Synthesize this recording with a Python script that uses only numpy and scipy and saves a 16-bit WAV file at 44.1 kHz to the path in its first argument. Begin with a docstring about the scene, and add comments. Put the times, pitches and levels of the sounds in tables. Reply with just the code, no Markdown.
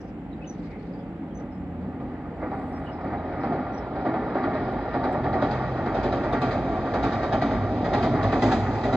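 """Valley hush, far rumble, tyre hum and small birds come first; then a two-car diesel train crosses a
steel truss bridge, heard from the river bank. Noise shaped by rolling level and knocks drives resonances
of deck, girders, webs and rails; struck steel adds beating tones: clangs, pings, clanks, rattles and booms.
The exhaust is a stack of wavering harmonics; birds are gliding tones; cricket, scrub and valley are
filtered noise."""
import sys
import numpy as np
from scipy import signal
from scipy.fft import rfft, irfft
from scipy.io import wavfile

SR = 44100
rng = np.random.default_rng(int(sys.argv[2]) if len(sys.argv) > 2 else 0)


def dump_mix(stems):
    """Bounce the given channels to the path in sys.argv[1] as a 16-bit WAV at rate SR."""
    frames = np.atleast_2d(stems).T  # one column per channel
    limited = np.clip(frames, -1, 1)  # hard clip at full scale
    pcm = np.round(limited * 32767).astype(np.int16)
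    wavfile.write(sys.argv[1], SR, pcm)


N = 395136
T = np.arange(N) / SR
FREQS_HZ = np.maximum(np.fft.rfftfreq(16384, 1 / SR), 1)
LEFT_RIGHT = np.array([[1], [-1]])


def undb(db):
    """Decibels to gain."""
    return 10 ** (np.asarray(db) / 20)


def curves(rows):
    """Each column of a table, joined by straight lines in time."""
    s, *columns = np.transpose(rows)
    return [np.interp(T, s, column) for column in columns]


def walk(rate_hz):
    """Smooth random wander with a spread near 1."""
    steps = rng.standard_normal(4096)
    return 1.2 * np.interp(T * rate_hz, np.arange(len(steps)), steps)


def body(modes, ripple_db=None, spacing_hz=None):
    """Gain of broad resonances; a ripple splits them into many narrow plate modes."""
    power = 0
    for hz, width_hz, db in modes:
        detuning = (FREQS_HZ / hz - hz / FREQS_HZ) * hz / width_hz
        power = power + undb(2 * db) / (1 + detuning ** 2 / 2) ** 3
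    if ripple_db is None:
        return np.sqrt(power)
    fine = np.interp(FREQS_HZ / spacing_hz, np.arange(8192), rng.standard_normal(8192))
    return np.sqrt(power) * undb(ripple_db * fine)


def ring(x, gain):
    """Causal minimum-phase filter with the given gain shape; white noise keeps its level."""
    gain = gain / np.sqrt(np.mean(gain ** 2))
    cepstrum = irfft(np.log(gain + 1e-5))
    folded = np.r_[cepstrum[0], 2 * cepstrum[1:len(cepstrum) // 2]]
    response = irfft(np.exp(rfft(folded, len(cepstrum))))
    return signal.oaconvolve(x, response[None], axes=1)[:, :x.shape[1]]


def spread(side_db):
    """Stereo noise from a wide source."""
    mid, side = rng.standard_normal((2, N))
    return mid + undb(side_db) * side * LEFT_RIGHT


def blows(times_s, levels_db, rise_s, decay_s, tail_db, tail_s):
    """Strength of the shaking: each blow scatters, drops fast, then lingers; powers add."""
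    power, age_s = np.zeros(N + SR), T[:SR]
    fall = np.hypot(np.exp(-age_s / decay_s), undb(tail_db) * np.exp(-age_s / tail_s))
    shape = (1 - np.exp(-age_s / rise_s)) * fall
    for s, db in zip(times_s, levels_db):
        power[int(s * SR):][:SR] += (undb(db) * shape) ** 2
    return np.sqrt(power[:N])


def members(times_s, levels_db, pitches_hz, rise_s, decay_s, beat):
    """Each event rings as a close pair of steel modes that beat."""
    out, age_s = np.zeros(N + SR), T[:SR // 3]
    shape = (1 - np.exp(-age_s / rise_s)) * np.exp(-age_s / decay_s)
    draws = rng.uniform(-1.01, 1, (len(times_s), 3))
    for s, db, hz, (a, b, split) in zip(times_s, levels_db, pitches_hz, draws):
        first = np.sin(2 * np.pi * (hz * age_s + a))
        second = .5 * np.sin(2 * np.pi * (hz * (1 + beat * split) * age_s + b))
        out[int(s * SR):][:len(age_s)] += undb(db) * shape * (first + second)
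    return out[:N]


SPEED_M_S, NEAREST_S = 23.5, 8.56


def to_go():
    """Metres of track between the train and its nearest point."""
    return SPEED_M_S * np.abs(NEAREST_S - T)


# Wheel drive on the steel as the train runs onto the bridge: (time [s], level [dB])
LOAD = [(0, -27), (1.5, -22), (2.4, -11), (3.4, -5), (4.4, -2), (6.3, -1), (7.6, -1.5), (8.96, 3)]


def rolling(part):
    """Level in dB of a part's rolling noise: it follows the load and fades with distance."""
    db, load_share, loss_db_per_m = part
    return db + load_share * curves(LOAD)[0] - loss_db_per_m * to_go()


# Truss bays as the train reaches them: (time [s], tuning factor [ratio])
BAYS = [(0, 1.02), (2.4, 1.016), (3.9, 0.993), (5.3, 1.001), (6.4, 1.008), (7.401, 0.974), (8.601, 1.016)]


def truss(push, modes, ripple_db, spacing_hz):
    """Bays cross-fade as the train reaches them, each with its own fine modes and slight detuning."""
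    out, (s, tuning) = np.zeros((2, N)), np.transpose(BAYS)
    for share, factor in zip(np.eye(len(s)), tuning):
        load = np.sqrt(np.interp(T, s, share))
        first, last = np.flatnonzero(load)[[0, -1]]
        here = slice(first, last + SR // 10)
        tuned = [(hz * factor, width_hz, db) for hz, width_hz, db in modes]
        out[:, here] += ring(push[:, here] * load[here], body(tuned, ripple_db, spacing_hz))
    return out


# Knocks and a few low booms of the bridge, most from axles at rail joints: (time [s], rail clink [dB],
# girder clang [dB], deck thud [dB], girder pitch [Hz], deck panel pitch [Hz]); levels before layer trims
KNOCKS = [(1.385,-70,-38.5,-35.5,793,285), (1.81,-71,-47,-26.5,500,189.6), (2.0,-69,-39.5,-33.5,800,285),
          (2.092,-72,-44,-33.5,714,269.4), (2.415,-67,-26,-24,508,308), (2.51,-62,-26.5,-28,780,256.3),
          (2.575,-71,-43,-27.5,696,265), (3.04,-69,-30.5,-28,506,283.4), (3.122,-66,-28.5,-29,800,245),
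          (3.32,-68.5,-30,-29,796,305), (3.431,-54,-25,-22,800,270), (3.523,-56,-26.5,-27,705,270.6),
          (3.95,-60.5,-25.5,-30,753,284), (4.047,-55,-21,-22,705,318), (4.135,-55,-23,-26.5,704,241),
          (4.345,-55.5,-23,-25,719,316), (4.432,-52,-22,-25.5,718,356), (4.535,-53,-28.5,-34.5,642,172),
          (4.935,-50.5,-22,-23.5,700,256.6), (5.035,-47.5,-22,-25,748,250.4),
          (5.125,-52.5,-22.5,-29.5,599,267), (5.235,-51.5,-21,-31.5,697,368),
          (5.328,-48.5,-18.5,-27.5,736,251), (5.416,-43.5,-20.5,-24,783,277), (5.508,-44,-29,-35,752,197),
          (5.857,-51,-27,-27.5,708,320), (5.943,-45.5,-24.5,-23.5,647,225.3),
          (6.03,-43,-22.5,-27.5,596,254), (6.12,-43.5,-22.5,-24.5,563,258), (6.232,-49.5,-26,-27,612,327),
          (6.324,-42.5,-17.5,-21.5,761,251.5), (6.415,-38.5,-19.5,-23.5,735,256),
          (6.507,-44,-23,-24,621,278), (6.85,-53,-25.5,-32.5,725,246), (6.936,-43.5,-20,-25.5,648,248.6),
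          (7.028,-40,-21.5,-22.5,733,224), (7.12,-43,-23.5,-29.5,780,233), (7.228,-44,-24,-28.5,568,343),
          (7.322,-39,-20,-19.5,803,247.7), (7.414,-38.5,-20.5,-19.5,670,227.6),
          (7.508,-46.5,-22.5,-23.5,632,236), (7.842,-45.5,-23.5,-27,574,275),
          (7.932,-37.5,-20.5,-22,827,235), (8.024,-39.5,-21.5,-20,667,232.5),
          (8.125,-58.5,-24.5,-19,642,251.6), (8.226,-40.5,-24,-35,663,275),
          (8.32,-42.5,-22.5,-24.5,586,264.6), (8.419,-35.5,-18.5,-14.5,824,243.6),
          (8.513,-36.5,-21,-19.5,750,220), (8.835,-40.5,-21,-20,622,241.5), (8.925,-38.5,-19,-15,663,260)]
# Resonances of each part, before bay tuning: (centre [Hz], width [Hz], relative level [dB])
DECK = [(140.9, 29.3, 0), (185, 45, 0), (239, 40, 0), (273.6, 75, 4), (355, 215, -10.5)]
GIRDERS = [(383.3, 163, 1.5), (612, 245, 0.89), (763, 202, 2.4)]
WEBS = [(925, 183, -3.5), (1188, 173, 3), (1402, 88, 0.5), (1680, 490, -6.5), (1903, 150, -4.5),
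        (2150, 520, -13.5)]
RAILS = [(2467, 394, 7), (3280, 600, 1.5), (3960, 690, 2.5), (4500, 300, -0.5), (5135, 710, -4)]
RAIL_TOP = [(5800, 2000, 7.5), (6830, 880, 3.5)]
# Gain of the highest rail modes, which carry only from the nearer spans: (time [s], level [dB])
RAIL_TOP_LEVEL = [(2, -45), (4.8, -30.5), (5.35, -20), (6.5, -16.5), (7.2, -15.5), (7.7, -17), (8.25, -17),
                  (8.47, -9.5), (8.96, -14.5)]
# Rolling noise: (level [dB] at the nearest point before load, load share, loss [dB/m])
DECK_ROLL, GIRDER_ROLL = (-34, 0.12, 0.051), (-31.5, 0.98, 0.011)
WEB_ROLL, RAIL_ROLL = (-40.5, 0.92, 0.0062), (-53.5, 1, 0.056)
# Share of a knock that scatters through the whole truss
CLANG_SCATTER_DB, THUD_SCATTER_DB = -3, -5


def bridge():
    """Rough rolling and the knocks shake deck, girders, web plates and rails."""
    deck_db, girder_db, web_db, rail_db = map(rolling, (DECK_ROLL, GIRDER_ROLL, WEB_ROLL, RAIL_ROLL))
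    top_db = curves(RAIL_TOP_LEVEL)[0]
    s, clink_db, clang_db, thud_db, *_ = np.transpose(KNOCKS)
    # heavy steel answers a blow more slowly than the rail does
    clang = blows(s, clang_db + CLANG_SCATTER_DB, rise_s=0.0081, decay_s=0.037, tail_db=-10.5, tail_s=0.14)
    clink = blows(s, clink_db, rise_s=0.0044, decay_s=0.019, tail_db=-7, tail_s=0.099)
    thud = blows(s, thud_db + THUD_SCATTER_DB, rise_s=0.012, decay_s=0.04, tail_db=-8, tail_s=0.18)
    # wheel roughness rattles girders, webs and rails together
    rattle = walk(120)
    deck_push = np.hypot(undb(deck_db + 2.5 * walk(22)), thud)
    girder_push = np.hypot(undb(girder_db + 0.25 * walk(6.6)), clang)
    girder_push = girder_push * undb(0.15 * rattle + 0.83 * walk(150))
    web_push = np.hypot(undb(web_db + 2.0 * walk(18)), undb(-8.0) * clang) * undb(0.81 * rattle)
    rail_push = np.hypot(undb(rail_db + 0.97 * walk(13)), clink) * undb(0.34 * rattle)
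    deck = truss(deck_push * spread(side_db=-32.5), DECK, ripple_db=2.5, spacing_hz=7)
    girders = truss(girder_push * spread(side_db=-21.5), GIRDERS, ripple_db=2.0, spacing_hz=12)
    webs = truss(web_push * spread(side_db=-14.5), WEBS, ripple_db=3.0, spacing_hz=16)
    rails = truss(rail_push * spread(side_db=-10), RAILS, ripple_db=2.5, spacing_hz=27.92)
    top_push = rail_push * undb(top_db)
    top = truss(top_push * spread(side_db=-18.0), RAIL_TOP, ripple_db=3.0, spacing_hz=35.2)
    return deck + girders + webs + rails + top


def clangs():
    """Every row of KNOCKS clangs one girder and booms one deck panel, each with its own pitch."""
    s, _, clang_db, thud_db, girder_hz, panel_hz = np.transpose(KNOCKS)
    girder = members(s, clang_db, girder_hz, rise_s=0.009, decay_s=0.042, beat=.14)
    panel = members(s, thud_db, panel_hz, rise_s=0.019, decay_s=0.062, beat=0.15)
    return undb(-3.5) * girder + undb(-2.2) * panel


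# Plates and rails pinging at each knock: (lowest [Hz], highest [Hz], level re rail clink [dB], decay [s])
PINGS = [(1095, 2000, 8, 0.022), (3240, 4600, -5, 0.022)]


def pings():
    """Each knock pings a web plate and the rail, at a different pitch every time."""
    out, (s, clink_db, *_) = 0, np.transpose(KNOCKS)
    for low_hz, high_hz, db, decay_s in PINGS:
        pitches_hz = low_hz + rng.random(len(s)) * (high_hz - low_hz)
        out = out + members(s, clink_db + db, pitches_hz, rise_s=0.00087, decay_s=decay_s, beat=.22)
    return out


# Short hard clanks in the bridge clatter, before mode levels: (time [s], level [dB], pitch [Hz])
CLANKS = [(.909, -35.5, 559), (2.0, -40.5, 1200), (2.1, -41, 1168), (2.723, -31.5, 676),
          (2.88, -36.5, 1000), (3.056, -25, 523), (3.134, -21, 781), (3.436, -18, 767), (3.521, -19, 690),
          (3.589, -23.5, 711), (3.628, -26.5, 635), (4.139, -20, 699), (4.473, -20.5, 656),
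          (4.551, -15.5, 615), (5.088, -20.5, 640), (5.11, -22.5, 746), (5.148, -19.5, 602),
          (5.367, -19.5, 728), (5.424, -13.5, 596), (5.446, -16, 749), (5.867, -22.5, 805),
          (6.262, -21, 607), (6.56, -22, 693), (6.866, -18.5, 544), (7.04, -20.5, 717), (7.25, -21, 583),
          (7.312, -20.5, 683), (7.347, -15, 646), (7.434, -17.5, 690), (7.948, -17, 825),
          (8.06, -19.5, 664), (8.248, -19.5, 669), (8.519, -13, 758), (8.535, -17, 728)]
# Modes of a clank: (ratio to its pitch, level [dB], decay [s])
CLANK_MODES = [(1, -2, 0.013), (1.76, -12.5, 0.0076), (2.62, -19, 0.0058)]


def clanks():
    """A short, hard metallic ring on a few unrelated modes."""
    out, (s, db, hz) = 0, np.transpose(CLANKS)
    for ratio, mode_db, decay_s in CLANK_MODES:
        out = out + members(s, db + mode_db, hz * ratio, rise_s=0.0017, decay_s=decay_s, beat=.2)
    return out


# Faint brace rattle: (lowest [Hz], highest [Hz], mean level re girder rolling level [dB])
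BRACES = [(579, 930, -1.5), (1096, 1300, -7)]


def braces(count):
    """Loose braces rattle at random times and pitches, following the girders' rolling level."""
    out, roar_db = 0, rolling(GIRDER_ROLL)
    for low_hz, high_hz, db in BRACES:
        when, pitch, force = rng.random((count, 3)).T
        s = when * T[-1]
        levels_db = np.interp(s, T, roar_db) + db + 6 * (force - .5)
        pitches_hz = low_hz + pitch * (high_hz - low_hz)
        out = out + members(s, levels_db, pitches_hz, rise_s=0.0029, decay_s=.018, beat=.12)
    return out


# Spans the train rolls onto: (time [s], rise [s], resonance [Hz], width [Hz],
# level at the nearest point [dB], jump [dB], loss [dB/m], side [dB])
SPANS = [(5.05, .25, 55, 17, -37.3, 4, .05, -17), (7.85, 0.12, 106, 34, -31.5, 3.5, .09, -28)]


def spans():
    """Whole spans heave and boom at their lowest resonance, more strongly once the train rolls onto them."""
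    out = 0
    for s, rise_s, hz, width_hz, db, jump_db, loss_db_per_m, side_db in SPANS:
        unloaded = 1 - np.clip((T - s) / rise_s, 0, 1)
        level_db = db - jump_db * unloaded - loss_db_per_m * to_go()
        out = out + ring(undb(level_db) * spread(side_db), body([(hz, width_hz, 0)]))
    return out


# Near span booming as axles load its floor beams: (time [s], level [dB], pitch [Hz])
BOOMS = [(6.08, -27.5, 92.2), (6.13, -27.5, 164), (6.39, -26, 149.7), (7.01, -28.5, 104.3),
         (7.09, -27.5, 100.3), (7.23, -28.5, 110.5), (7.39, -26, 107.8), (7.46, -25, 104.4),
         (7.58, -21.5, 100.7), (7.68, -23.5, 106.2), (7.961, -20.5, 102), (8.04, -19, 111.8),
         (8.111, -21.5, 104), (8.21, -18, 108.3), (8.40, -21, 109.4), (8.57, -19, 96.2), (8.65, -23, 91.5),
         (8.79, -26, 104), (8.89, -20, 113.5)]


def booms():
    """The near span's floor booms unevenly under the axles."""
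    return members(*np.transpose(BOOMS), rise_s=0.037, decay_s=0.063, beat=0.15)


# Exhaust harmonics, mean levels: (time [s], second [dB], third [dB])
ENGINE = [(0, -52, -51.5), (1.15, -52.5, -53.5), (1.8, -40.5, -54), (2.25, -50, -64), (2.6, -44.5, -57.5),
          (3.35, -40.5, -51), (3.65, -51, -48), (5.1, -42.5, -44.5), (5.3, -40.5, -34.5),
          (5.72, -43.5, -35), (5.95, -41, -46.5), (6.45, -42.5, -36), (7, -45, -45), (8.96, -42.5, -41.5)]
FIRING_HZ, FIRING_HZ_PER_S = 42.17, .13  # the engines slowly gather speed
UPPER_HARMONICS_DB = (-9, -5, -12.5)  # fourth re second; fifth and sixth re third


def diesel():
    """Low exhaust harmonics, wavering on their way over the river."""
    second_db, third_db = curves(ENGINE)
    fourth, fifth, sixth = UPPER_HARMONICS_DB
    hz = FIRING_HZ + FIRING_HZ_PER_S * T
    phase = 2 * np.pi * np.cumsum(hz * (1 + 0.007 * walk(9))) / SR
    levels_db = [second_db, third_db, second_db + fourth, third_db + fifth, third_db + sixth]
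    out = 0
    for k, db in enumerate(levels_db, 2):
        out = out + undb(db + 1.8 * walk(8.2)) * np.sin(k * phase)
    return np.sqrt(2) * out


# Far rumble, middle range, before trim: (time [s], level [dB])
FAR_RUMBLE = [(0, -45.5), (.25, -54), (.45, -46.5), (.6, -47), (.72, -45), (.82, -51), (.97, -45),
              (1.13, -57), (1.25, -44), (1.48, -46), (1.57, -49), (1.8, -50), (2.05, -45), (2.35, -45.5),
              (2.7, -59), (8.96, -70)]
# Its resonances: (centre [Hz], width [Hz], relative level [dB])
FAR_MODES = [(440, 120, -1), (520, 99, -4), (770, 170, -1.5)]


def far_rumble():
    """The approaching train's rumble swells and flutters on its way over the water."""
    out, level_db = 0, curves(FAR_RUMBLE)[0]
    for hz, width_hz, db in FAR_MODES:
        push = undb(level_db + db - 5.0 + 3.0 * walk(16)) * spread(side_db=-17)
        out = out + ring(push, body([(hz, width_hz, 0)]))
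    return out


# Thin metallic ticks: (time [s], level [dB], pitch [Hz])
TICKS = [(4.069, -65, 7960), (5.048, -60, 9400), (5.126, -57, 7740), (6.325, -57, 9400), (6.414, -56, 7900),
         (6.423, -62, 9450), (7.934, -66, 8900), (8.42, -65, 9500)]
TICK_HZ, TICK_WIDTH_HZ, TICK_SPRAY_DB = 9400, 2400, -9  # the spray all ticks share
CLICK_S, CLICK_DB, CLICK_DECAY_S = 4.727, -50, .0004


def ticks():
    """Thin metallic ticks, each a short ring in a bright spray, and one dry click close by."""
    s, db, hz = np.transpose(TICKS)
    shaking = blows(s, db + TICK_SPRAY_DB, rise_s=.001, decay_s=0.0074, tail_db=-15, tail_s=.03)
    spray = shaking * spread(side_db=-7.5)
    thin = members(s, db, hz, rise_s=.0015, decay_s=.007, beat=.06)
    thin = thin + ring(spray, body([(TICK_HZ, TICK_WIDTH_HZ, 0)]))
    click = undb(CLICK_DB) * (T >= CLICK_S) * np.exp(-np.abs(T - CLICK_S) / CLICK_DECAY_S)
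    return thin + click * spread(side_db=-10)


TWITTER_S, TWITTER_HZ = (0.23, 1.1), (3070, 4770)  # onset and pitch ranges
TWITTER_DB, TWITTER_NOTE_S = -81, .03  # level before the far-bird path


def twitter(count):
    """Faint falling notes from far birds, at random times and pitches."""
    notes = []
    for when, pitch, fall in rng.random((count, 3)):
        s = np.interp(when, [0, 1], TWITTER_S)
        hz = np.interp(pitch, [0, 1], TWITTER_HZ)
        notes.append((s, TWITTER_NOTE_S, hz, hz, hz * (1 - 0.17 * fall), TWITTER_DB))
    return notes


# Bird notes, before path and flutter: (time [s], length [s], start [Hz], middle [Hz], end [Hz], level [dB])
BIRDS = [(.055, 0.044, 5640, 4900, 3900, -78), (0.304, 0.055, 4470, 3820, 3600, -70),
         (0.402, 0.052, 2800, 2565, 3080, -51.5), (0.446, 0.03, 2950, 3500, 4300, -59.5),
         (0.46, 0.076, 6080, 6020, 5400, -58), (0.78, 0.034, 4300, 4270, 4200, -74),
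         (0.917, 0.04, 5200, 4870, 4700, -67), (.975, .03, 5070, 4950, 4500, -72),
         (.99, .03, 3450, 3330, 3250, -65), (1.304, .03, 3350, 3250, 3100, -66),
         (1.339, 0.074, 6000, 6160, 5600, -62.5), (1.5, .08, 5300, 5150, 5080, -74),
         (2.715, 0.083, 5300, 5290, 5270, -67), (2.852, 0.064, 2960, 2880, 2830, -55),
         (2.913, .035, 5300, 5150, 4900, -68), (2.997, .025, 4800, 5150, 5400, -68),
         (3.164, .045, 3780, 3840, 3860, -63), (3.388, 0.076, 5200, 5230, 5240, -66),
         (3.721, 0.071, 5600, 5740, 5830, -62.5), (3.767, 0.024, 5450, 5370, 5300, -60)]
CLOSE_BIRD_HZ = 5200  # notes with a higher middle are close, the others far
# (pitch waver share, direct [dB], scattered by the trees [dB])
CLOSE_BIRD, FAR_BIRD = (.006, 0, -8), (0.023, -4.5, -2.5)
BIRD_FLUTTER_DB = 5


def birds():
    """Short gliding whistles: clear from the close bird, blurred by the trees from the far ones."""
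    songs, waver = np.zeros((2, N)), walk(400)
    for s, length_s, start_hz, middle_hz, end_hz, db in BIRDS + twitter(count=14):
        waver_share, *paths_db = CLOSE_BIRD if middle_hz > CLOSE_BIRD_HZ else FAR_BIRD
        u = np.linspace(0, 1, int(length_s * SR))
        here = slice(int(s * SR), int(s * SR) + len(u))
        glide_hz = np.polyval(np.polyfit([0, .5, 1], [start_hz, middle_hz, end_hz], 2), u)
        hz = glide_hz * (1 + waver_share * waver[here])
        note = undb(db) * np.sqrt(2) * np.sin(np.pi * u) * np.sin(2 * np.pi * np.cumsum(hz) / SR)
        songs[:, here] += np.outer(undb(paths_db), note)
    direct, scattered = songs * undb(BIRD_FLUTTER_DB * walk(160))
    trees = rng.standard_normal((2, SR // 4)) * np.exp(-T[:SR // 4] / .025)
    trees /= np.linalg.norm(trees[0])
    return direct + signal.fftconvolve(scattered[None], trees, axes=1)[:, :N]


# Rustles and rasps, peak before flutter: (time [s], length [s], centre [Hz], width [Hz], level [dB])
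RUSTLES = [(-.08, 0.21, 5330, 1200, -70.5), (0.35, 0.7, 4200, 1600, -71), (0.57, 0.33, 2130, 450, -59),
           (2.476, 0.45, 8400, 1700, -76), (2.851, 0.062, 2850, 350, -62)]


def bank():
    """A bush cricket trills with even wing strokes; brief rustles come and go in the scrub."""
    strokes = np.sin(np.pi * 84.5 * T) ** 4  # 84.5 strokes per second
    cricket = ring(undb(-80.5) * strokes * spread(side_db=-9), body([(7470, 790, 0)]))
    out = cricket * undb([[-3], [2]])  # left, right
    for s, length_s, hz, width_hz, db in RUSTLES:
        swell = np.sin(np.pi * np.clip((T - s) / length_s, 0, 1))
        push = undb(db + 3.6 * walk(70)) * swell * spread(side_db=-5.0)
        out += ring(push, body([(hz, width_hz, 0)]))
    return out


# Tyres on the far road, before fading: (time [s], length [s], pitch [Hz], level [dB])
HUM = [(-.2, 2.9, 171.8, -41.5), (0.4, 1.8, 567, -51)]


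def hum():
    """Far tyres hum on unsteady notes that break up, swell and fade."""
    out = 0
    for s, length_s, hz, db in HUM:
        swell = np.sin(np.pi * np.clip((T - s) / length_s, 0, 1))
        phase = 2 * np.pi * np.cumsum(hz + 4.5 * walk(9)) / SR
        # several paths interfere, so the note comes and goes
        paths = (1 + 0.68 * walk(11.97)) * np.sin(phase) + 0.5 * walk(12) * np.cos(phase)
        out = out + undb(db) * swell * paths
    return out


# Valley spectrum: (frequency [Hz], relative density [dB per Hz])
VALLEY = [(30, -35.5), (55, 3), (100, -10.5), (170, 1), (300, 3.5), (370, -8.5), (600, -13), (800, -12.5),
          (1000, -22), (2000, -27), (3200, -39.5), (5000, -53.5), (8000, -67.5), (11000, -61.5),
          (13000, -75.5)]
VALLEY_DB = -37.5


def valley():
    """Far road and river, swelling a little; the treble comes from all around."""
    hz, db = np.transpose(VALLEY)
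    gain = undb(np.interp(np.log(FREQS_HZ), np.log(hz), db))
    side_gain = gain * np.minimum(FREQS_HZ / 2800, 1)
    mid, side = (ring(rng.standard_normal((1, N)), g) for g in (gain, side_gain))
    side = side * np.linalg.norm(side_gain) / np.linalg.norm(gain)
    return undb(VALLEY_DB + 0.53 * walk(2.6)) * (mid + side * LEFT_RIGHT)


def scene():
    """Train and bridge over the quiet valley."""
    train = bridge() + clangs() + pings() + clanks() + braces(count=100)
    train = train + spans() + booms() + diesel() + far_rumble()
    return train + ticks() + birds() + bank() + hum() + valley()


# The two microphone ports: (frequency [Hz], left minus right [dB], lag of the left [rad])
PORTS = [(50, -2, 0.39), (150, 0, 0), (500, -0.5, 0.23), (1400, -0.5, 0.65), (1990, 0.5, 0.43),
         (2590, 2.5, -2), (3520, -3.5, 1.5), (3540, -0.5, 1.5), (4200, -1.5, -2.5), (5230, -3, 2.5),
         (6400, -2.5, 1), (7140, 0, 1), (10000, -0.5, 5)]
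TOP_HZ = 15100


def record(dry):
    """The two ports differ in level and phase across the spectrum; the very top is cut."""
    hz, *columns = np.transpose(PORTS)
    balance_db, lag_rad = (np.interp(np.fft.rfftfreq(N, 1 / SR), hz, c) for c in columns)
    left = undb(balance_db / 2) * np.exp(-.5j * lag_rad)
    fade = np.clip(np.minimum(T, T[::-1]) / .004, 0, 1)
    heard = irfft(rfft(dry * fade) * np.array([left, 1 / left]), N)
    return signal.sosfilt(signal.ellip(8, .2, 70, TOP_HZ, fs=SR, output="sos"), heard)


dry = scene()
out = record(dry)
dump_mix(out)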